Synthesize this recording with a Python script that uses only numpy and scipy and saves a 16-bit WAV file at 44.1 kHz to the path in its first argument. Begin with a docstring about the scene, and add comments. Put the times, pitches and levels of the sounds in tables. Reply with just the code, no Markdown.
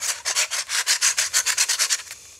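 """Scrubbing steel nails with an abrasive pad

A pad is rubbed quickly to and fro over nails lying on a board, close by in a small room.
In each stroke thousands of grit grains catch on the steel: noise made of tiny clicks is coloured
into hiss, rasp and board sound, and swells with the speed of the hand. Some nails chatter or tick.
At the end the pad flicks off a nail and slides away with a faint hiss; a low rumble lies underneath."""
import sys
import numpy as np
from scipy import signal
from scipy.fft import rfft, irfft, next_fast_len
from scipy.io import wavfile

SR = 44100
rng = np.random.default_rng(int(sys.argv[2]) if len(sys.argv) > 2 else 0)


def materialize(psi):
    """Save the field psi as 16-bit PCM at rate SR to the path in sys.argv[1].

    A 1-D psi becomes a single channel; in a 2-D psi each row is a channel.
    """
    bounded = np.clip(np.atleast_2d(psi).T, -1, 1)
    quanta = np.round(bounded * 32767).astype(np.int16)
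    wavfile.write(sys.argv[1], SR, quanta)


N = 105443
TIME = np.arange(N) / SR   # seconds

# strokes of the pad; levels are set before the speed shapes them:
# start_s, fastest_s, end_s, hiss_db, rasp_db, board_db, hiss_tilt_db_per_octave
STROKE_TABLE = [ (-.015, 0.058, 0.076, -26.5, -33.5, -40.5, 0.5),
                (0.068, 0.091, 0.14, -20.5, -28.5, -37, 1.5), (0.08, 0.153, 0.24, -37.5, -39.5, -43, -2),
                (0.241, 0.288, 0.35, -22, -28.5, -35.5, -4.5), (0.338, 0.386, 0.48, -20.5, -26, -33, -1.5),
                (0.496, .548, .604, -24, -27, -37, -1.5), (0.574, 0.59, 0.646, -23, -29.5, -36.5, -3.5),
                (0.66, 0.788, .840, -22, -25, -33, -1.5), (0.852, 0.917, .990, -18, -24, -35, -1),
                (1, 1.049, 1.158, -18, -24.5, -35.5, 1), (1.161, 1.205, 1.25, -18, -23.5, -36, -1),
                (1.216, 1.259, 1.298, -25, -33.5, -43, -1.5), (1.318, 1.381, 1.425, -17.5, -25, -35, 2),
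                (1.448, 1.491, 1.557, -19.5, -23.5, -35, 1), (1.564, 1.602, 1.665, -17, -24, -33.5, -0.5),
                (1.678, 1.705, 1.777, -18, -24.5, -36, 1), (1.769, 1.831, 1.878, -17.5, -25, -35, -2.5),
                (1.887, 1.921, 1.968, -18.5, -25, -39, -3), (1.972, 1.999, 2.026, -36, -35, -46, -3),
                (2.050, 2.078, 2.096, -38.5, -44, -52, 4.5), (2.094, 2.129, 2.137, -33, -40.5, -54, 5.5)]
# the pad skips over a nail and loses its grip: time_s, half_length_s, depth_db
SKIP_TABLE = [(0.944, 0.0059, 4.5), (1.038, 0.0055, 1), (1.512, 0.0051, 11.5), (1.595, .004, 8.5),
              (1.725, 0.0052, 6.5), (1.844, .004, 4.5)]
# spectrum of the hiss of the grit: frequency_hz, level_db
HISS_SPECTRUM = [(2500, -33), (3600, -14), (4400, -2.5), (5200, -3.5), (6400, 1), (8200, -3.5),
                 (9400, -9.5), (11000, -10.5), (13000, -21.5), (15500, -30)]
# spectrum of the rasp of the nails: frequency_hz, level_db
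RASP_SPECTRUM = [(600, -32), (1150, -10.5), (1450, 3.5), (2000, 4), (2800, 1), (3400, -2.5), (4500, -9.5),
                 (8000, -56)]
# spectrum of the board underneath: frequency_hz, level_db
BOARD_SPECTRUM = [(100, -29.5), (250, -29), (350, -20), (480, -8), (670, -3), (810, -11), (1020, 8),
                  (1250, -4.5), (2200, -11.5)]
# resonances of the nails on the board (a negative lift is a dip): pitch_hz, width_hz, lift_db
NAIL_RESONANCES = [(1027, 86, -5), (1480, 30, 0.5), (1863, 43, 0.5), (2380, 35, 1), (2660, 31, -1),
                   (3420, 67, 1), (4250, 123, 2.5), (6360, 58, 0.5), (6360, 38, 0), (6870, 70, 1),
                   (8320, 67, -3.5), (8730, 60, 0), (11400, 70, -7)]
# a nail chatters under the pad: time_s, half_length_s, pitch_hz, width_hz, level_db
CHATTER_TABLE = [(0.057, 0.023, 6560, 1080, -28.5), (.305, .012, 674, 88, -30.5),
                 (0.428, 0.023, 2340, 305, -24), (1.355, 0.014, 4470, 300, -22.5),
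                 (1.497, 0.02, 1480, 250, -29), (1.502, 0.039, 4500, 300, -31.5),
                 (1.737, .025, 4400, 300, -28.5)]
# the pad's edge flicks a nail: time_s, relative_level_db
FLICK_TABLE = [(0.583, -4), (0.669, -11.5), (1.319, -13), (2.1087, -1), (2.254, -20), (2.326, -22)]
# spectrum of a flick: frequency_hz, level_db
FLICK_SPECTRUM = [(200, -65), (600, -4), (1200, -12), (2100, 3.5), (3500, -8), (7000, -9), (11000, -14),
                  (15500, -26)]
# light sliding of the pad between and after the strokes: time_s, level_db
SLIDE_CURVE = [(0, -52), (.24, -54.5), (.6, -57), (1.3, -43), (1.88, -38), (2.04, -45.5), (2.17, -45),
               (2.27, -44.5), (2.35, -45.5), (2.39, -50.5)]
# spectrum of the light sliding: frequency_hz, level_db
SLIDE_SPECTRUM = [(250, -17.5), (480, -4.5), (750, -17), (1150, -6.5), (1400, -15), (2000, -14),
                  (2400, -1.5), (3250, -12.5), (3520, -1.5), (3850, -13), (4170, -3), (4400, -9),
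                  (4800, -4), (5600, -4), (6450, 4), (7600, -3), (9000, -9), (10500, -8.5), (13000, -18),
                  (15500, -39)]
# level of the low rumble: time_s, level_db
RUMBLE_CURVE = [(0, -52), (.07, -65), (.24, -61), (.47, -64.5), (.68, -60.5), (.82, -68), (1.0, -69),
                (1.1, -58.5), (1.5, -58), (1.62, -66), (2.0, -65), (2.15, -57.5), (2.39, -66)]
# spectrum of the low rumble: frequency_hz, level_db
RUMBLE_SPECTRUM = [(20, -30), (40, -18), (60, -7.5), (80, 1), (105, -6), (140, -9.5), (250, -19.5),
                   (500, -20), (2000, -39)]
# left and right channels: frequency_hz, diffuse_difference_db, left_minus_right_db
STEREO_IMAGE = [(80, -26, -0.3), (220, -11.5, 1), (765, -19.5, 1.5), (1010, -29, .1), (1400, -37, 0.4),
                (1620, -25.5, .8), (2120, -32, 1), (2460, -20, 2), (4000, -22.5, 1.5), (6860, -49, 0.35),
                (8500, -29, 1.3), (9400, -19, 1.5), (10200, -42, 0.5), (12100, -50, -0.9)]

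HISS_POWER, RASP_POWER, BOARD_POWER = 2.82, 2.11, 1.24   # loudness grows as speed to this power
SPEED_LEVELLING = 0.94   # the hand holds its speed through the middle of a stroke
JUDDER_DB, JUDDER_HZ = 1.5, 139   # the pad sticks and slips
PRESSURE_DB, PRESSURE_HZ = 0.7, 35.4   # uneven pressure of the fingers
CONTACT_DB, CONTACT_HZ = 3, 255   # each contact spot has its own colour: ripple depth and spacing
GRAINS_PER_S, GRAIN_SPREAD_DB = 26000, 2.15
# coarse grains that make the steel ping briefly
CATCHES_PER_S, CATCH_DB, CATCH_SPREAD_DB, CATCH_WIDTH_HZ = 1100, -2.5, 1.5, 240
FLICK_DECAY_S, FLICK_DB = 0.0021, -20.5
ROOM_DB, ROOM_T60_S, ROOM_DELAY_S = -19.5, 0.64, 0.009   # T60: time to fade by 60 dB
EARLY_T60_S = .055   # close reflections, unlike at left and right
PEAK_TOP, CUTOFF_HZ = 0.71, 15700


def strokes():
    """The hand speeds up and slows down in each stroke; grit excites hiss, rasp and board in step."""
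    judder_db = JUDDER_DB * drift(JUDDER_HZ * N / SR, N)
    pressure_db = PRESSURE_DB * drift(PRESSURE_HZ * N / SR, N)
    skip_db = sum(depth_db * bump(time_s, half_s) for time_s, half_s, depth_db in SKIP_TABLE)
    grip = from_db(judder_db + pressure_db - skip_db)
    hiss = coarse_grit(3580, 12970) * grip
    rasp = coarse_grit(999, 4032) * grip
    board = grit() * grip
    out = np.zeros(N)
    window = SR // 4   # room for one stroke
    for start, fastest, end, hiss_db, rasp_db, board_db, tilt_db in STROKE_TABLE:
        first = max(int(start * SR), 0)
        part = slice(first, first + window)
        # 0 at the start, 1 when fastest, 2 at the end
        phase = np.interp(TIME[part], [start, fastest, end], [0, 1, 2])
        swing = np.abs(np.sin(np.pi / 2 * phase))
        speed = np.tanh(SPEED_LEVELLING * swing) / np.tanh(SPEED_LEVELLING)
        travel = np.clip(phase - .5, 0, 1)
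        hiss_force = hiss[part] * speed ** HISS_POWER
        rasp_force = rasp[part] * speed ** RASP_POWER
        board_force = board[part] * speed ** BOARD_POWER
        out[part] += from_db(hiss_db) * rub(hiss_force, travel, HISS_SPECTRUM, tilt_db)
        out[part] += from_db(rasp_db) * rub(rasp_force, travel, RASP_SPECTRUM)
        out[part] += from_db(board_db) * rub(board_force, travel, BOARD_SPECTRUM)
    return out


def rub(force, travel, spectrum, tilt_db=0):
    """The contact moves from one spot to another along the stroke, and the colour with it."""
    first_spot = colour(force * (1 - travel), spectrum, tilt_db, CONTACT_DB)
    second_spot = colour(force * travel, spectrum, tilt_db, CONTACT_DB)
    return first_spot + second_spot


def coarse_grit(low_hz, high_hz):
    """Fine grit mixed with coarse catches, each ringing for a few milliseconds at one of 32 pitches."""
    pitches = np.linspace(low_hz, high_hz, 32) * rng.uniform(.97, 1.03, 32)
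    caught = rng.random(N) < CATCHES_PER_S / SR
    sizes = from_db(CATCH_SPREAD_DB * np.minimum(rng.exponential(1, N), 3))
    catches = caught * sizes * rng.choice([-1, 1], N)
    dealt = rng.integers(0, len(pitches), N)   # which pitch each catch excites
    pings = np.zeros(N)
    for k, hz in enumerate(pitches):
        hits = catches * (dealt == k) + 1e-18   # the tiny offset keeps the filter off exact silence
        pings += signal.lfilter(*signal.iirpeak(hz, hz / CATCH_WIDTH_HZ, SR), hits)
    # grit fills the whole range, pings only this band
    share_of_band = np.sqrt((high_hz - low_hz) / (SR / 2))
    mixed = grit() + from_db(CATCH_DB) * share_of_band * rms_one(pings)
    return mixed / np.hypot(1, from_db(CATCH_DB))


def grit():
    """A dense run of tiny catches of uneven size, scaled to an average strength (rms) of 1."""
    caught = rng.random(N) < GRAINS_PER_S / SR
    sizes = from_db(GRAIN_SPREAD_DB * np.minimum(rng.exponential(1, N), 6))
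    return rms_one(caught * sizes * rng.choice([-1, 1], N))


def nails(x):
    """The damped nails ring with the scratching: most pitches are lifted, some are dipped."""
    for hz, width, lift_db in NAIL_RESONANCES:
        ringing = signal.lfilter(*signal.iirpeak(hz, hz / width, SR), x)
        x = x + (from_db(lift_db) - 1) * ringing
    return x


def chatters():
    """A loose nail buzzes briefly: grit noise passes through one narrow resonance."""
    grains = grit()
    out = np.zeros(N)
    for time_s, half_s, hz, width, db in CHATTER_TABLE:
        buzz = rms_one(signal.lfilter(*signal.iirpeak(hz, hz / width, SR), grains))
        out += from_db(db) * bump(time_s, half_s) * buzz
    return out


def flicks():
    """Short dry ticks: bursts of grit noise that start at once and are quickly damped by the pad."""
    force = np.zeros(N)
    for time_s, db in FLICK_TABLE:
        decay = np.exp(-np.abs(TIME - time_s) / FLICK_DECAY_S)
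        force += from_db(db + FLICK_DB) * (TIME >= time_s) * decay
    return colour(force * grit(), FLICK_SPECTRUM)


def slide():
    """Faint smooth hiss of the pad moving without pressure: coloured noise with a changing level."""
    level = from_db(np.interp(TIME, *np.transpose(SLIDE_CURVE)))
    return level * colour(rng.standard_normal(N), SLIDE_SPECTRUM)


def echoes(x, t60):
    """Diffuse reflections of unit power: after a short delay, a noise tail that dies away."""
    t = TIME[:SR // 2]
    tail = rng.standard_normal(len(t)) * from_db(-60 * t / t60) * (t > ROOM_DELAY_S)
    return signal.fftconvolve(x, tail / np.sqrt(np.sum(tail ** 2)))[:N]


def rumble():
    """A faint low rumble swells and sinks: low coloured noise with a changing level."""
    level = from_db(np.interp(TIME, *np.transpose(RUMBLE_CURVE)))
    return level * colour(rng.standard_normal(N), RUMBLE_SPECTRUM)


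def colour(x, points, tilt_db=0, ripple_db=0):
    """Filter of unit power, never sounding early, with a spectrum, tilt per octave and random ripple."""
    size = 2 * next_fast_len(len(x) // 2 + 2048)
    hz = np.maximum(np.fft.rfftfreq(size, 1 / SR), 1)
    at, level = np.transpose(points)
    db = np.interp(np.log(hz), np.log(at), level) + tilt_db * np.log2(np.clip(hz, at[0], at[-1]))
    # outside the given points the level falls by 18 dB per octave
    octaves_outside = np.log2(np.maximum(np.maximum(at[0] / hz, hz / at[-1]), 1))
    db = db - 18 * octaves_outside
    ripple = ripple_db * drift(SR / 2 / CONTACT_HZ / 2, len(hz))
    gain = rms_one(from_db(db + ripple))
    # folding the cepstrum (the spectrum of the log gain) makes the filter respond only afterwards
    cepstrum = irfft(np.log(gain + 1e-6))
    cepstrum[1:size // 2] *= 2
    cepstrum[size // 2 + 1:] = 0
    return irfft(rfft(x, size) * np.exp(rfft(cepstrum)))[:len(x)]


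def weigh(x, hz, gain):
    """Weight each frequency by a gain joined between the given points."""
    size = 2 * next_fast_len(N // 2 + 2048)
    bins = np.maximum(np.fft.rfftfreq(size, 1 / SR), 1)
    return irfft(rfft(x, size) * np.interp(np.log(bins), np.log(hz), gain))[:N]


def drift(cycles, count):
    """Smooth random wandering of spread 1 with about so many turns over count points."""
    r = np.exp(-2 * np.pi * cycles / count)
    noise = rng.standard_normal(2 * count)
    smooth = signal.lfilter([1], [1, -2 * r, r * r], noise)
    return rms_one(smooth[count:])   # the first half lets the filter settle


def bump(time_s, half_s):
    """A smooth bell in time."""
    return np.exp(-((TIME - time_s) / half_s) ** 2)


def from_db(db):
    """Decibels to gain."""
    return 10 ** (np.asarray(db) / 20)


def rms_one(x):
    """Scale to an average strength (rms) of 1."""
    return x / np.sqrt(np.mean(x ** 2) + 1e-20)


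def scene():
    """The scratching is near the middle, with a little room around it."""
    near = nails(strokes() + flicks() + slide()) + chatters()
    room = from_db(ROOM_DB) * echoes(near, ROOM_T60_S)
    mid = near + room + rumble()
    hz, diffuse_db, pan_db = np.transpose(STEREO_IMAGE)
    side = weigh(echoes(mid, EARLY_T60_S), hz, from_db(diffuse_db))
    left = weigh(mid, hz, from_db(pan_db / 2)) + side
    right = weigh(mid, hz, from_db(-pan_db / 2)) - side
    return np.array([left, right])


def record(dry):
    """The highest peaks are rounded and the top of the treble is cut steeply."""
    rounded = PEAK_TOP * np.tanh(dry / PEAK_TOP)
    treble_cut = signal.ellip(12, .1, 80, CUTOFF_HZ, fs=SR, output="sos")
    return signal.sosfilt(treble_cut, rounded)


dry = scene()
out = record(dry)
materialize(out)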